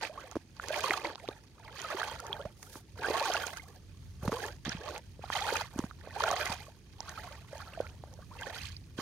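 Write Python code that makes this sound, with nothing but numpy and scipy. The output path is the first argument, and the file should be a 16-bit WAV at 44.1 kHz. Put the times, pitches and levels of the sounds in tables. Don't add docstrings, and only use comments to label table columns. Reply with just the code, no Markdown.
import sys
import numpy as np
from scipy import signal
from scipy.fft import rfft, irfft, next_fast_len
from scipy.io import wavfile
from scipy.ndimage import uniform_filter1d

SR = 44100
rng = np.random.default_rng(int(sys.argv[2]) if len(sys.argv) > 2 else 0)


def put_to_file(sound):
    columns = np.atleast_2d(sound).T
    safe = np.clip(columns, -1, 1)
    whole_steps = np.round(safe * 32767)
    wavfile.write(sys.argv[1], SR, whole_steps.astype(np.int16))


N = 397341

PORTS = np.array([[.5], [-.5]])
PORT_S, PORT_DB = .0001, 4.5
LEAD = 20


def gain_of(db):
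    return 10 ** (np.asarray(db) / 20)


def evened(x):
    return x / np.sqrt(np.mean(x ** 2) + 1e-20)


def read(points, hz):
    f, value = np.transpose(points)
    return np.interp(np.log(hz + 1), np.log(f + 1), value)


def curve(points):
    s, value = np.transpose(points)
    return np.interp(np.arange(N) / SR, s, value)


def coloured(x, db_of):
    size = next_fast_len(N + 4096)
    gain = gain_of(db_of(np.fft.rfftfreq(size, 1 / SR)))
    return irfft(rfft(x, size) * gain, size)[..., :N]


def add(mix, s, sound):
    part = mix[:, max(round(s * SR) - LEAD, 0):][:, :sound.shape[1]]
    part += sound[:, :part.shape[1]]


def churn():
    # pitch_hz, level_db
    bubble_sizes = [(280, -14.5), (450, 1.5), (800, 6), (1500, 6), (2500, 0), (4500, -11.5)]
    # pitch_hz, level_db
    spray_sizes = [(1600, -3.5), (3200, 0.5), (6000, -4), (10000, -1.5), (15000, -1)]
    slops = evened(uniform_filter1d(uniform_filter1d(rng.standard_normal(N), 400), 300))
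    (bubbling_db, spray_db), (bubble_lean, spray_lean) = stirring()

    per_s = 1100 * gain_of(.15 * (bubbling_db + 40.5))
    bubbles = swarm(bubble_sizes, per_s, spread_db=3.08, few=3.72, many=19.0, rise=0.222,
                    surge_db=3.28 * slops, lean=bubble_lean, count=64)
    spray = swarm(spray_sizes, 3400, spread_db=3.96, few=1.02, many=16.2, rise=0.22,
                  surge_db=2.67 * slops, lean=spray_lean, count=44)

    fizz_sizes = [(400, -19)] + spray_sizes
    fizz = evened(coloured(rng.standard_normal((2, N)), lambda hz: read(fizz_sizes, hz)))
    dull = signal.lfilter(*signal.butter(2, 7500, fs=SR), fizz)
    bright = fizz - dull
    fizz = dull * gain_of(-.4 * spray_lean) + bright * gain_of(1.4 * spray_lean)
    fizz = fizz * gain_of(2.5 * slops - 5.5)
    return gain_of(bubbling_db) * bubbles + gain_of(spray_db) * (spray + fizz)


def stirring():
    # start_s, crest_s, end_s, bubbling_db, spray_db,
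    # lean to small bubbles (dB per octave), lean to fine spray (dB per octave)
    surges = [(0, 0.035, 0.099, -44, -46, -2, -5), (0.028, 0.217, 0.44, -55, -65.5, -2.5, -1),
              (0.563, 0.874, 1.084, -39, -47, 0.8, -1), (0.964, 1.05, 1.163, -42.5, -53, -6, -5),
              (1.084, 1.267, 1.455, -55, -67, -0.5, 0.5), (1.51, 1.717, 1.88, -56, -73, 1, 1),
              (1.718, 1.812, 1.9, -51.5, -55, 2, -1), (1.714, 2.01, 2.267, -44, -51.5, 0, -2),
              (2.113, 2.336, 2.53, -49, -66.5, -1, 3), (2.495, 2.756, 2.84, -61.5, -62.5, -0.3, 8.5),
              (2.955, 3.074, 3.26, -39, -54, -2.5, .3), (2.976, 3.244, 3.56, -39.5, -45.5, -1.5, -2),
              (3.33, 3.45, 3.68, -49, -56.5, 3.5, 5), (3.57, 3.694, 3.854, -63.5, -70, -5, 5),
              (4.208, 4.244, 4.29, -46, -57, -7, 3), (4.236, 4.406, 4.57, -44, -52.5, -5, 0.2),
              (4.646, 4.659, 4.83, -49.5, -49.5, 1.5, -7), (4.71, 4.912, 5.04, -47, -56.5, -4, -2.5),
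              (5.183, 5.26, 5.3, -58.5, -64, 4, -2.5), (5.257, 5.368, 5.45, -41.5, -48.5, 7.5, -0.5),
              (5.333, 5.532, 5.69, -39, -48, 3, 0.5), (5.649, 5.808, 5.94, -55, -63, -0.5, 3.5),
              (5.936, 6.126, 6.16, -55.5, -71.5, 2.5, 3), (6.123, 6.255, 6.66, -38.5, -47.5, 1, -2),
              (6.364, 6.46, 6.62, -44.5, -47.5, 1, -1.8), (6.54, 6.624, 6.79, -61, -66, 0.5, 3),
              (6.91, 7.168, 7.54, -53, -61, 1.5, 0.5), (7.436, 7.6, 7.78, -54.5, -64, 2.5, 2),
              (7.65, 7.77, 8.01, -55.5, -65, -2, -1), (7.872, 8.227, 8.25, -63.5, -77.5, -5.5, 3),
              (8.284, 8.471, 8.66, -49.5, -59.5, -1.3, 0), (8.46, 8.606, 8.78, -54.5, -53.5, 11, -2),
              (8.965, 9.001, 9.24, -48.5, -53.5, 0, -1)]
    edge_db = [
        [-29.5],
        [-22.5],
    ]
    calm_db = [
        [-78.5],
        [-75],
    ]
    flatness = [
        [2.44],
        [2.24],
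    ]
    lean_drift = [
        [1.5],
        [0.38],
    ]
    t = np.arange(N) / SR
    power = gain_of(calm_db) ** 2 * np.ones(N)
    lean = np.zeros((2, N))
    for start, crest, end, *both in surges:
        part = slice(int(start * SR), int(end * SR))
        phase = np.interp(t[part], [start, crest, end], [-1, 0, 1])
        own_db = np.c_[both[:2]] + edge_db * abs(phase) ** flatness
        own_power = gain_of(own_db) ** 2
        power[:, part] += own_power
        lean[:, part] += own_power * (np.c_[both[2:]] + lean_drift * phase)
    return 10 * np.log10(power), lean / power


def swarm(sizes, per_s, spread_db, few, many, rise, surge_db, lean, count):
    out = np.zeros((2, N))
    pitches = np.geomspace(sizes[0][0], sizes[-1][0], count)
    for hz in pitches:
        luck = rng.random(2)
        cycles = few * (many / few) ** luck[0]
        shape = pocket(hz, cycles, rise * (luck[1] - .3), rng.standard_normal(2))
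        shape = shape / np.linalg.norm(shape)
        odds = rng.random(N) / (per_s / count / SR)
        at = odds < 1
        own_db = spread_db * np.minimum(-np.log(odds[at] + 1e-9), 4)
        lean_db = lean[at] * np.log2(hz / np.median(pitches))
        strikes = np.zeros(N)
        strikes[at] = gain_of(own_db + surge_db[at] + lean_db)
        out += gain_of(read(sizes, hz)) * signal.oaconvolve(strikes[None], shape, axes=1)[:, :N]
    slow_power = signal.oaconvolve(out.mean(0) ** 2, np.hanning(9000) / 4500, "same")
    return out / np.sqrt(slow_power + 1e-4)


def pocket(hz, cycles, rise, side):
    swell = 0.2
    life = max(cycles, .3) / hz
    t = np.arange(int(5 * life * SR) + 2 * LEAD) / SR
    t = np.maximum(t - LEAD / SR - PORT_S * side[0] * PORTS, 0)
    glide = np.minimum(t, 3 * life)
    turns = hz * (t + rise * glide * (t - glide / 2) / life)
    turns = np.minimum(turns, .45 * SR * t)
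    onset = 1 - np.exp(-4 * hz * t / (1 + swell * cycles))
    decay = np.exp(-t / life - (t / life / 3) ** 2)
    ring = onset * decay * np.sin(2 * np.pi * turns)
    return ring * gain_of(PORT_DB * min(hz / 900, 1) * side[1] * PORTS)


def lone_pockets():
    # start_s, pitch_hz, level_db, cycles to fall to a third,
    # pitch glide (share of the pitch over those cycles)
    pocket_table = [(0.051, 2280, -22.5, 2.3, 0.082), (0.096, 572, -40.5, 9.5, 0.15),
                    (0.176, 1036, -37, 13.5, 0.18), (0.598, 1360, -26, 2.7, 0.04),
                    (0.639, 1730, -34, 4.8, 0), (0.705, 587, -26.5, 5.1, 0.049),
                    (0.743, 2260, -24, 2.6, -0.0063), (0.901, 309, -33.5, 4.9, 0.31),
                    (0.908, 2050, -12.5, 2.9, -0.023), (0.915, 736, -27.5, 5.6, 0.061),
                    (0.937, 1290, -22.5, 5.5, -0.05), (1.052, 1940, -26, 6.1, 0.2), (1.15, 3800, -35, 1, 0),
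                    (1.156, 900, -31.5, 1.2, 0), (1.157, 4000, -27, 1.1, -0.046),
                    (1.278, 2500, -31, 1.6, -0.039), (1.288, 530, -21, 1.11, -0.2),
                    (1.288, 3720, -27.5, 3.2, -0.03), (1.845, 1296, -33.5, 18, -0.031),
                    (1.902, 1160, -32, 12, 0.16), (1.925, 720, -33.5, 9, -0.2),
                    (1.946, 362, -33.5, 4.2, 0.064), (2.011, 790, -32.5, 3.8, 0.005),
                    (2.016, 1490, -25, 4.8, -0.21), (2.031, 1530, -23, 4.1, 0.03),
                    (2.196, 1350, -38.5, 10.3, 0.02), (2.296, 398, -43.5, 11, 0.0081),
                    (2.303, 800, -40.5, 13, 0.2), (2.329, 3350, -23, 7, -0.01),
                    (2.398, 560, -36.5, 7.1, 0.0061), (2.452, 546, -33, 6.2, 0.16),
                    (3.044, 1510, -27.5, 24, 0.089), (3.085, 480, -23, 1.4, 0),
                    (3.102, 370, -25.5, 2.6, 0.0079), (3.149, 1080, -29, 20, 0.022),
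                    (3.207, 780, -30.5, 18, 0.37), (3.214, 610, -28, 5.8, -0.092),
                    (3.283, 830, -30, 12, -0.12), (3.301, 607, -24.5, 3.0, 0.2),
                    (3.344, 1480, -25, 10.5, -0.044), (3.351, 804, -26, 5.5, -0.21),
                    (3.367, 2800, -21, 3.7, -0.0088), (3.437, 1490, -31, 14, -0.039),
                    (3.574, 1490, -36, 4.8, 0.021), (3.596, 2070, -42, 15, 0.03),
                    (3.656, 1020, -56, 13.4, 0.23), (4.251, 590, -30, 2.2, -0.23),
                    (4.293, 500, -27, 2.0, 0.14), (4.328, 470, -27, 3, -0.019),
                    (4.328, 1210, -23.5, 2.1, -0.075), (4.368, 1080, -33, 7.7, -0.046),
                    (4.438, 1660, -32, 14, 0.046), (4.657, 3500, -32, 5.1, 0.0081),
                    (4.694, 5400, -25, 3.3, 0.0021), (4.718, 1730, -27.5, 4.1, -0.08),
                    (4.887, 1110, -32, 4.22, -0.03), (4.962, 2340, -30, 2.4, 0.061),
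                    (5.193, 500, -38, 1.4, 0), (5.24, 760, -31, 2.5, 0), (5.302, 1110, -17.5, 1.1, -0.046),
                    (5.351, 890, -30, 15.3, -0.19), (5.412, 755, -32.5, 25, 0.23),
                    (5.423, 3750, -27, 6.6, -0.081), (5.489, 1340, -24, 5, 0.1),
                    (5.525, 535, -24, 2.2, -0.18), (5.554, 1320, -28.5, 9.1, -0.06),
                    (5.57, 2300, -18.5, 1.3, 0.22), (5.609, 990, -28.5, 7, -0.19),
                    (5.803, 1100, -33, 2.1, -0.12), (5.911, 1380, -35.5, 3, -0.072),
                    (6.074, 636, -29.5, 0.93, -0.061), (6.161, 725, -33, 9.8, 0.22),
                    (6.206, 1050, -20.5, 3.4, 0.05), (6.238, 1290, -18.5, 3.5, 0.082),
                    (6.264, 760, -27, 5.1, 0.2), (6.278, 1370, -27, 7.8, 0.041),
                    (6.282, 710, -28.5, 6.1, -0.16), (6.304, 1074, -25, 6.4, 0.054),
                    (6.315, 680, -22.5, 3.1, 0.13), (6.333, 610, -26, 6.5, 0.21),
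                    (6.518, 810, -28, 3.2, 0.11), (6.682, 533, -45.5, 4.8, 0.3),
                    (7.005, 780, -33, 2.3, 0.12), (7.005, 4670, -28, 4.05, 0.34),
                    (7.083, 1150, -39.5, 9.7, 0.36), (7.176, 1330, -36, 10.8, -0.04),
                    (7.245, 745, -48.5, 14, -0.083), (7.309, 600, -47.5, 9.2, -0.059),
                    (7.53, 586, -35, 3.5, -0.045), (7.554, 670, -38, 3.5, -0.09),
                    (7.603, 1250, -36, 4.2, -0.064), (7.672, 1300, -47, 18, 0.024),
                    (7.736, 2800, -41, 8.2, -0.041), (7.775, 680, -34.5, 5.8, -0.033),
                    (7.803, 560, -18.5, 1.8, -0.04), (7.844, 1296, -46.5, 18, 0.11),
                    (7.868, 2040, -33, 1.4, 0.045), (8.038, 700, -29.5, 0.85, 0.0044),
                    (8.19, 560, -41, 2.1, 0.073), (8.312, 906, -46.5, 16, 0.33),
                    (8.389, 2660, -43.5, 16, 0.02), (8.42, 1500, -36, 12, 0.12),
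                    (8.432, 3450, -37, 15, -0.17), (8.468, 510, -35, 2.7, 0.016),
                    (8.468, 1700, -35, 6.1, 0.04), (8.613, 2540, -37, 7.6, 0.086),
                    (8.766, 4270, -39, 10, 0.16)]
    out = np.zeros((2, N))
    sides = rng.standard_normal((len(pocket_table), 2))
    for (s, hz, db, cycles, rise), side in zip(pocket_table, sides):
        add(out, s, gain_of(db) * pocket(hz, cycles, rise, 0.58 * side))
    return out


def heel_thuds():
    # start_s, blow level_db, blow pitch_hz, crack level_db
    thud_table = [(.355, -20.5, 398, -27), (.364, -17.5, 410, -41.5), (.367, -22.5, 324, -31),
                  (2.455, -32, 149, -30.5), (2.756, -33.5, 314, -31.5), (4.228, -26, 135, -35),
                  (4.255, -28, 90, -50), (4.278, -16, 178, -17), (4.32, -22, 303, -19),
                  (4.663, -28, 203, -49), (4.677, -23, 252, -53), (4.689, -29, 170.7, -50),
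                  (4.747, -27, 170, -44), (5.758, -25.5, 222, -60), (5.787, -24, 260, -36),
                  (5.79, -16, 252, -24), (5.839, -22.5, 203, -29), (6.497, -29.5, 196, -28),
                  (8.986, -22, 287, -33)]
    out, centre = np.zeros((2, N)), (0, 0)
    for s, db, hz, crack_db in thud_table:
        add(out, s, gain_of(crack_db) * pocket(1130, 1.0, -0.049, centre))
        add(out, s, slap(crack_db - 21.5, 0.076))
        add(out, s + 0.00237, gain_of(db) * pocket(hz, 0.67, -0.0089, centre))
    return out


def droplets():
    # start_s, level_db
    drop_table = [(0.3137, -38), (0.685, -27), (0.791, -46), (0.807, -29), (0.8598, -31), (0.9366, -27.5),
                  (1.8176, -31), (2.202, -29), (2.2672, -34.5), (2.629, -36), (3.257, -30), (3.3374, -25),
                  (3.4678, -28), (3.5715, -32), (4.464, -33.5), (4.6515, -37), (4.6932, -33),
                  (4.9794, -32.5), (5.3333, -36), (5.352, -32), (5.3745, -31), (5.4084, -34), (5.537, -27),
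                  (5.5677, -26.5), (5.6133, -35), (5.7899, -28), (6.2377, -29), (6.313, -26.5),
                  (6.4574, -24), (7.0938, -32), (7.5809, -41), (8.1389, -51), (8.4125, -36)]
    ring_hz, tick_hz = 6450, 11200
    out = np.zeros((2, N))
    for (s, db), (*side, size) in zip(drop_table, rng.standard_normal((len(drop_table), 3))):
        add(out, s, gain_of(db - 2.0) * pocket(ring_hz * (1 + 0.071 * size), 4.8, 0.14, side))
        add(out, s, gain_of(db + 10.5) * pocket(tick_hz, 0.67, 0, side))
        add(out, s, slap(db - 9.0, 0.019))
    return out


def slap(db, t60):
    t = np.arange(2000) / SR
    burst = rng.standard_normal(len(t)) + rng.standard_normal((2, len(t)))
    return gain_of(db - 60 * t / t60) * signal.lfilter([.3], [1, -.7], burst)


def rumble():
    # time_s, level_db
    roar_swell = [(0, -66), (1.6, -63), (2.3, -60), (3, -63.5), (4, -53.5), (5.1, -58), (6.3, -55),
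                  (6.9, -60.5), (7.6, -55.5), (9.01, -57.5)]
    # frequency_hz, level_db per Hz
    roar_colour = [(20, -55), (45, -7.5), (68, -5), (87, -1), (112, -6), (170, -13), (260, -24),
                   (500, -46.5)]
    # frequency_hz, level_db per Hz
    air_colour = [(60, -3.5), (150, -5.5), (400, -12), (900, -36.5), (2500, -40)]
    air_db = -64.5
    roar, air = rng.standard_normal((2, 1, N)) + 0.38 * rng.standard_normal((2, 2, N))
    lumps_db = 2.0 * evened(uniform_filter1d(uniform_filter1d(rng.standard_normal(N), 5000), 4000))
    roar = evened(coloured(roar, lambda hz: read(roar_colour, hz)))
    air = evened(coloured(air, lambda hz: read(air_colour, hz)))
    return gain_of(curve(roar_swell) + lumps_db) * roar + gain_of(air_db) * air


def scene():
    return churn() + lone_pockets() + heel_thuds() + droplets() + rumble()


def record(dry):
    # frequency_hz, left minus right level_db
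    shadow = [(60, -0.5), (400, -3), (1300, -4.5), (2400, -8), (6500, -11.5), (9000, 1), (11500, 0.5),
              (14000, -6.5)]
    # frequency_hz, level_db
    mic_colour = [(22, -31), (45, 5.5), (3000, 2.5), (6800, 4.5), (7450, -4.5), (8800, 3), (11000, -1.5),
                  (15500, -7.5)]
    hiss_db, edge_hz = -77, 15900
    shaded = coloured(dry, lambda hz: read(shadow, hz) * PORTS)
    hiss = signal.lfilter([1], [1, -.9, .25], rng.standard_normal((2, N)))
    heard = coloured(shaded + gain_of(hiss_db) * hiss, lambda hz: read(mic_colour, hz))
    band_limit = signal.firwin(511, edge_hz, window=("kaiser", 9), fs=SR)
    return signal.oaconvolve(heard, band_limit[None], "same", axes=1)


dry = scene()
out = record(dry)
put_to_file(out)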